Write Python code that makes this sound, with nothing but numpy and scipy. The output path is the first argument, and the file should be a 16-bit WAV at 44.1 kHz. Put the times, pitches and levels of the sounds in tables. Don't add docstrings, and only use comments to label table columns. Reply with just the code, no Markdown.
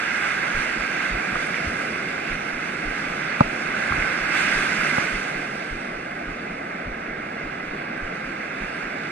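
import sys
import numpy as np
from scipy import signal
from scipy.fft import rfft, irfft, next_fast_len
from scipy.io import wavfile
from scipy.ndimage import uniform_filter1d, map_coordinates

SR = 44100
rng = np.random.default_rng(int(sys.argv[2]) if len(sys.argv) > 2 else 0)


def generate_wav(signal):
    frames = np.transpose(np.atleast_2d(signal))
    scaled = np.clip(frames, -1, 1) * 32767
    pcm = np.round(scaled).astype(np.int16)
    wavfile.write(sys.argv[1], SR, pcm)


N = 401751

# pitch in Hz, relative strength in dB per Hz.
BREEZE_SPECTRUM = [(20, 6), (60, 2), (110, -2), (220, -28), (600, -90)]
BREEZE_DB, GUST_DB, GUSTS_PER_S = -64, 8, 7.5

# time in seconds, roar level in dB before a fixed lift.
BREAKER_LEVELS = [(0.0, -36.5), (1.77, -34.5), (2.51, -36.5), (4.85, -32.5), (5.05, -34.5), (5.66, -37),
                  (9.11, -37)]
# pitch in Hz, relative strength in dB per Hz.
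ROAR_SPECTRUM = [(25, -23), (70, -12.5), (115, -13), (152, -0.5), (210, 0), (310, -1), (450, -5.5),
                 (600, -5), (760, -1), (1020, -7), (1600, -5.5), (2100, -5), (2600, -20), (5000, -73)]

# time in seconds, then the levels of its tumbling front and of its
# bursting foam in dB, before the adjustments below.
WAVE_LEVELS = [(0.0, -27.5, -42), (0.3, -27.5, -42), (1.2, -31.5, -43.5), (1.68, -32.5, -42.5),
               (2.2, -34.5, -45.5), (2.6, -35, -45.5), (3.3, -31, -44.5), (3.5, -32.5, -45.5),
               (4.05, -26.5, -42.5), (4.27, -27, -42.5), (4.38, -24.5, -37), (5.02, -28.5, -39.5),
               (5.25, -33.0, -43.5), (6.0, -41.5, -50.5), (7.1, -41, -52.5), (8.25, -38.5, -50.5),
               (8.65, -36.5, -49.5), (9.11, -37.5, -48.5)]
# pitch in Hz, relative strength in dB per Hz.
FRONT_SPECTRUM = [(400, -46), (800, -13.5), (1020, -12), (1350, -3.5), (1600, -0.5), (1850, -5.5),
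                  (2150, -6.5), (2600, -28), (5000, -63)]
WASH_SPECTRUM = [(1000, -34), (1650, -12.5), (2050, 1), (2300, 0), (2600, -1), (3050, -13), (3600, -12.5),
                 (4100, -20), (4600, -17.5), (6000, -28.5), (9000, -71)]
FOAM_SPECTRUM = [(1500, -39), (2600, 6), (3400, 2.5), (4100, -5), (4900, 2.5), (6000, -0.5), (7200, -4.5),
                 (9000, -9), (10800, -14), (12000, -24), (13500, -25), (14300, -40)]
FRONT_DB, WASH_DB, FOAM_DB = 0.5, 5, -4
WASH_FOAMINESS = 0.57
FOAM_GROWS = 1.39
SURGE_DB, SURGE_PER_S = 0.51, 18
SLOSH_DB, SLOSH_PER_S = 0.5, 7

# pitch in Hz, width in Hz, boost (or dip) in dB.
HOUSING_CAVITIES = [(1602, 170, 3.5), (1823, 190, -4.5), (2084, 240, 2), (3290, 240, -5.5), (3405, 120, 4),
                    (4530, 710, 0.5), (8530, 410, 6)]
# pitch in Hz, left level minus right in dB, left lead in radians, likeness from 0 to 1.
FAR_PORTS = [(100, -0.4, -0.04, 0.984), (310, 0.1, -0.04, 0.995), (490, 0.5, -0.26, 0.97),
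             (600, 4.0, -0.9, 0.92), (820, -4.5, -2.68, 0.96), (1000, -1.1, -3.27, 0.97),
             (1150, 5.1, -4.18, 0.6), (1350, -1.5, -5.77, 0.87), (1650, -5.3, -5.63, 0.93)]
NEAR_PORTS = [(823, -18, 6, 0.69), (1160, -2.5, 1.1, 0.15), (1290, -2, 1.33, 0.98),
              (1620, -6.5, -0.1, 0.72), (1820, -0.5, 1.07, 0.99), (2200, -14.5, -1, 1),
              (2520, -8, 0.6, 0.63), (3230, -4.9, 1, 0.24), (3640, -0.5, 2.5, 0.59),
              (3790, -15, -0.5, 0.08), (4870, -2.5, 3, 0.8), (5930, -7, 3.5, 0.54), (7900, -1.5, 2, 0.09),
              (10000, 0.2, 0.2, 0.36)]
STRUCK_PORTS = [(300, 0, -0.1, 1), (450, 1, -2, 1), (800, 0, -2.6, 1), (1000, -1, -2, 1),
                (1200, -4, -1.2, 1)]

# start in seconds, peak level in dB before
# the ports, pitch in Hz.
LIGHT_CLICKS = [(1.3565, -13.5, 1250), (1.4695, -33, 8500), (1.5432, -11.5, 2100), (1.8182, -17, 2100),
                (2.4152, -22, 2100), (3.9232, -9.5, 1220), (4.024, -14, 2000), (4.913, -17, 2100)]

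# start in seconds, then the levels of the shell's ring and of
# the dull thud in dB, before fixed lifts.
KNOCKS = [(3.4073, -0.5, -3), (3.978, -22, -19), (4.982, -12, -16.5)]
# pitch in Hz, relative level in dB, time to fade by 60 dB in seconds.
SHELL_MODES = [(605, -7.5, .036), (860, -4, .03), (1010, -1, .014), (1190, -1, .012), (2000, -16, .008),
               (4750, -26, .008)]
MOUNT_MODES = [(147, -1, 0.029), (221, 1, 0.02)]

# start in seconds, rustle level in dB.
ARM_RUBS = [(1.308, -42), (1.639, -32), (2.38, -46), (3.899, -30)]
# start in seconds, push in dB.
HANDLE_TURNS = [(0.54, -1), (1.106, -0.5), (1.66, -16), (2.294, -5), (2.847, -3), (3.43, -9), (3.969, -3),
                (4.546, -5), (5.119, -5), (5.702, -5), (6.265, -8), (6.849, -6), (7.43, -11), (8.014, -5.5),
                (8.6, -9)]
SWAY_DB, RUSTLE_DB = -24, -35
RETURN_S, RETURN_DB = 0.228, -10

TOP_HZ = 14300


def amp(db):
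    return 10 ** (np.asarray(db) / 20)


def unit(x):
    middle = np.atleast_2d(x).mean(0)
    return x / np.sqrt(np.mean(middle ** 2) + 1e-20)


def along(rows, hz):
    f, *cols = np.transpose(rows)
    return [np.interp(np.log(hz + 1), np.log(f + 1), c) for c in cols]


def curves(rows):
    s, *cols = np.transpose(rows)
    return [np.interp(np.arange(N) / SR, s, c) for c in cols]


def wobble(rate):
    points = rng.standard_normal(int(N * rate / SR) + 4)
    return map_coordinates(points, [np.arange(N) * rate / SR])


def filtered(x, response):
    size = next_fast_len(N + 8192)
    return irfft(rfft(x, size) * response(np.fft.rfftfreq(size, 1 / SR)), size)[..., :N]


def add(track, s, sound):
    part = track[round(s * SR):][:len(sound)]
    part += sound[:len(part)]


def ring(modes, t, attack):
    tones = sum(amp(db - 60 * t / t60) * np.sin(2 * np.pi * hz * t) for hz, db, t60 in modes)
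    return tones * (1 - np.exp(-t / attack))


def port_gains(ports, hz):
    tilt_db, lead, _ = along(ports, hz)
    left = amp(tilt_db / 2) * np.exp(1j * lead / 2)
    right = amp(-tilt_db / 2) * np.exp(-1j * lead / 2)
    gains = np.array([left, right])
    return gains / np.sqrt(np.mean(abs(gains) ** 2, axis=0))


def churn(patchy_db, pops_per_s, pop_share):
    z = signal.stft(rng.standard_normal((2, N)), nperseg=512)[2]
    field = uniform_filter1d(rng.standard_normal(z.shape[1:]), size=6, axis=0)
    field = uniform_filter1d(field, size=12, axis=1)
    rush = signal.istft(z * amp(patchy_db * field / field.std()), nperseg=512)[1][:, :N]
    pops = (rng.random((2, N)) < pops_per_s / SR) * rng.standard_normal((2, N))
    share = np.clip(pop_share, 0, 1)
    return np.sqrt(1 - share) * rush / rush.std() + np.sqrt(share) * pops / pops.std()


def heard(streams, spectrum, ports):
    def colour(hz):
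        cavity_db = sum(db / (1 + (2 * (hz - centre) / width) ** 2)
                        for centre, width, db in HOUSING_CAVITIES)
        turn = np.arccos(np.clip(along(ports, hz)[2], 0, 1)) / 2
        return amp(along(spectrum, hz)[0] + cavity_db) * np.array([np.cos(turn), np.sin(turn)])
    common, apart = filtered(streams, colour)
    pair = np.array([common + apart, common - apart])
    return unit(filtered(pair, lambda hz: port_gains(ports, hz)))


def breeze():
    rumble = filtered(rng.standard_normal(N), lambda hz: amp(along(BREEZE_SPECTRUM, hz)[0]))
    return amp(BREEZE_DB + GUST_DB * wobble(GUSTS_PER_S)) * unit(rumble)


def breakers():
    roar_db, = curves(BREAKER_LEVELS)
    water = churn(patchy_db=0.64, pops_per_s=150, pop_share=0.073)
    return amp(roar_db + 3.5) * heard(water, ROAR_SPECTRUM, FAR_PORTS)


def near_wave():
    front_db, foam_db = curves(WAVE_LEVELS)
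    wash_db = front_db + WASH_FOAMINESS * (foam_db - front_db)
    fizz_db = foam_db.mean() + FOAM_GROWS * (foam_db - foam_db.mean())
    front = heard(churn(patchy_db=0.76, pops_per_s=500, pop_share=0.17), FRONT_SPECTRUM, NEAR_PORTS)
    wash = heard(churn(patchy_db=1.1, pops_per_s=700, pop_share=0.099), WASH_SPECTRUM, NEAR_PORTS)
    foam = heard(churn(patchy_db=2.0, pops_per_s=2000, pop_share=0.25), FOAM_SPECTRUM, NEAR_PORTS)
    parts = [(front, front_db + FRONT_DB), (wash, wash_db + WASH_DB), (foam, fizz_db + FOAM_DB)]
    wave = sum(amp(db + SLOSH_DB * wobble(SLOSH_PER_S)) * water for water, db in parts)
    return amp(SURGE_DB * wobble(SURGE_PER_S)) * wave


def light_clicks():
    track, t = np.zeros(N), np.arange(SR // 20) / SR
    for s, db, hz in LIGHT_CLICKS:
        click = ring([(hz, 0, 0.007)], t, attack=0.001)
        add(track, s, amp(db) * click / abs(click).max())
    return filtered(track, lambda hz: port_gains(NEAR_PORTS, hz))


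def knocks(give_s=0.0009, bass_hz=90, crack_db=-24, crack_hz=3500):
    track, t = np.zeros(N), np.arange(SR // 8) / SR
    stiff = signal.butter(1, bass_hz, "highpass", fs=SR, output="sos")
    blunt = signal.butter(2, crack_hz, fs=SR, output="sos")
    thud = signal.sosfilt(stiff, ring(MOUNT_MODES, t, attack=0.0028))
    clack = ring(SHELL_MODES, t, attack=0.001)
    for s, ring_db, thud_db in KNOCKS:
        burst = amp(crack_db - 60 * t / 0.0047) * rng.standard_normal(len(t))
        crack = signal.sosfilt(blunt, burst)
        add(track, s, amp(ring_db + 5.5) * (clack + crack))
        add(track, s + give_s, -amp(thud_db + 7.5) * thud)
    return filtered(track, lambda hz: port_gains(STRUCK_PORTS, hz))


def winding(sway_hz=27, rise_s=0.026, rustle_low_hz=45, rustle_high_hz=130):
    track, t = np.zeros(N), np.arange(SR // 4) / SR
    swell = (t / rise_s) ** 2 * np.exp(2 * (1 - t / rise_s))
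    dull = signal.butter(2, [rustle_low_hz, rustle_high_hz], "bandpass", fs=SR, output="sos")

    def rustle():
        return unit(signal.sosfilt(dull, rng.standard_normal(len(t))))

    for s, db in ARM_RUBS:
        add(track, s, amp(db) * swell * rustle())
    for turn, push_db in HANDLE_TURNS:
        for s, db in [(turn, push_db), (turn + RETURN_S, push_db + RETURN_DB)]:
            stroke_hz = sway_hz * np.exp(0.17 * rng.standard_normal())
            sway = np.sin(2 * np.pi * stroke_hz * t)
            add(track, s, amp(db) * swell * (amp(SWAY_DB) * sway + amp(RUSTLE_DB) * rustle()))
    return track


def scene():
    return breeze() + breakers() + near_wave() + light_clicks() + knocks() + winding()


def record(dry):
    return filtered(np.clip(dry, -1, 1), lambda hz: hz < TOP_HZ)


dry = scene()
out = record(dry)
generate_wav(out)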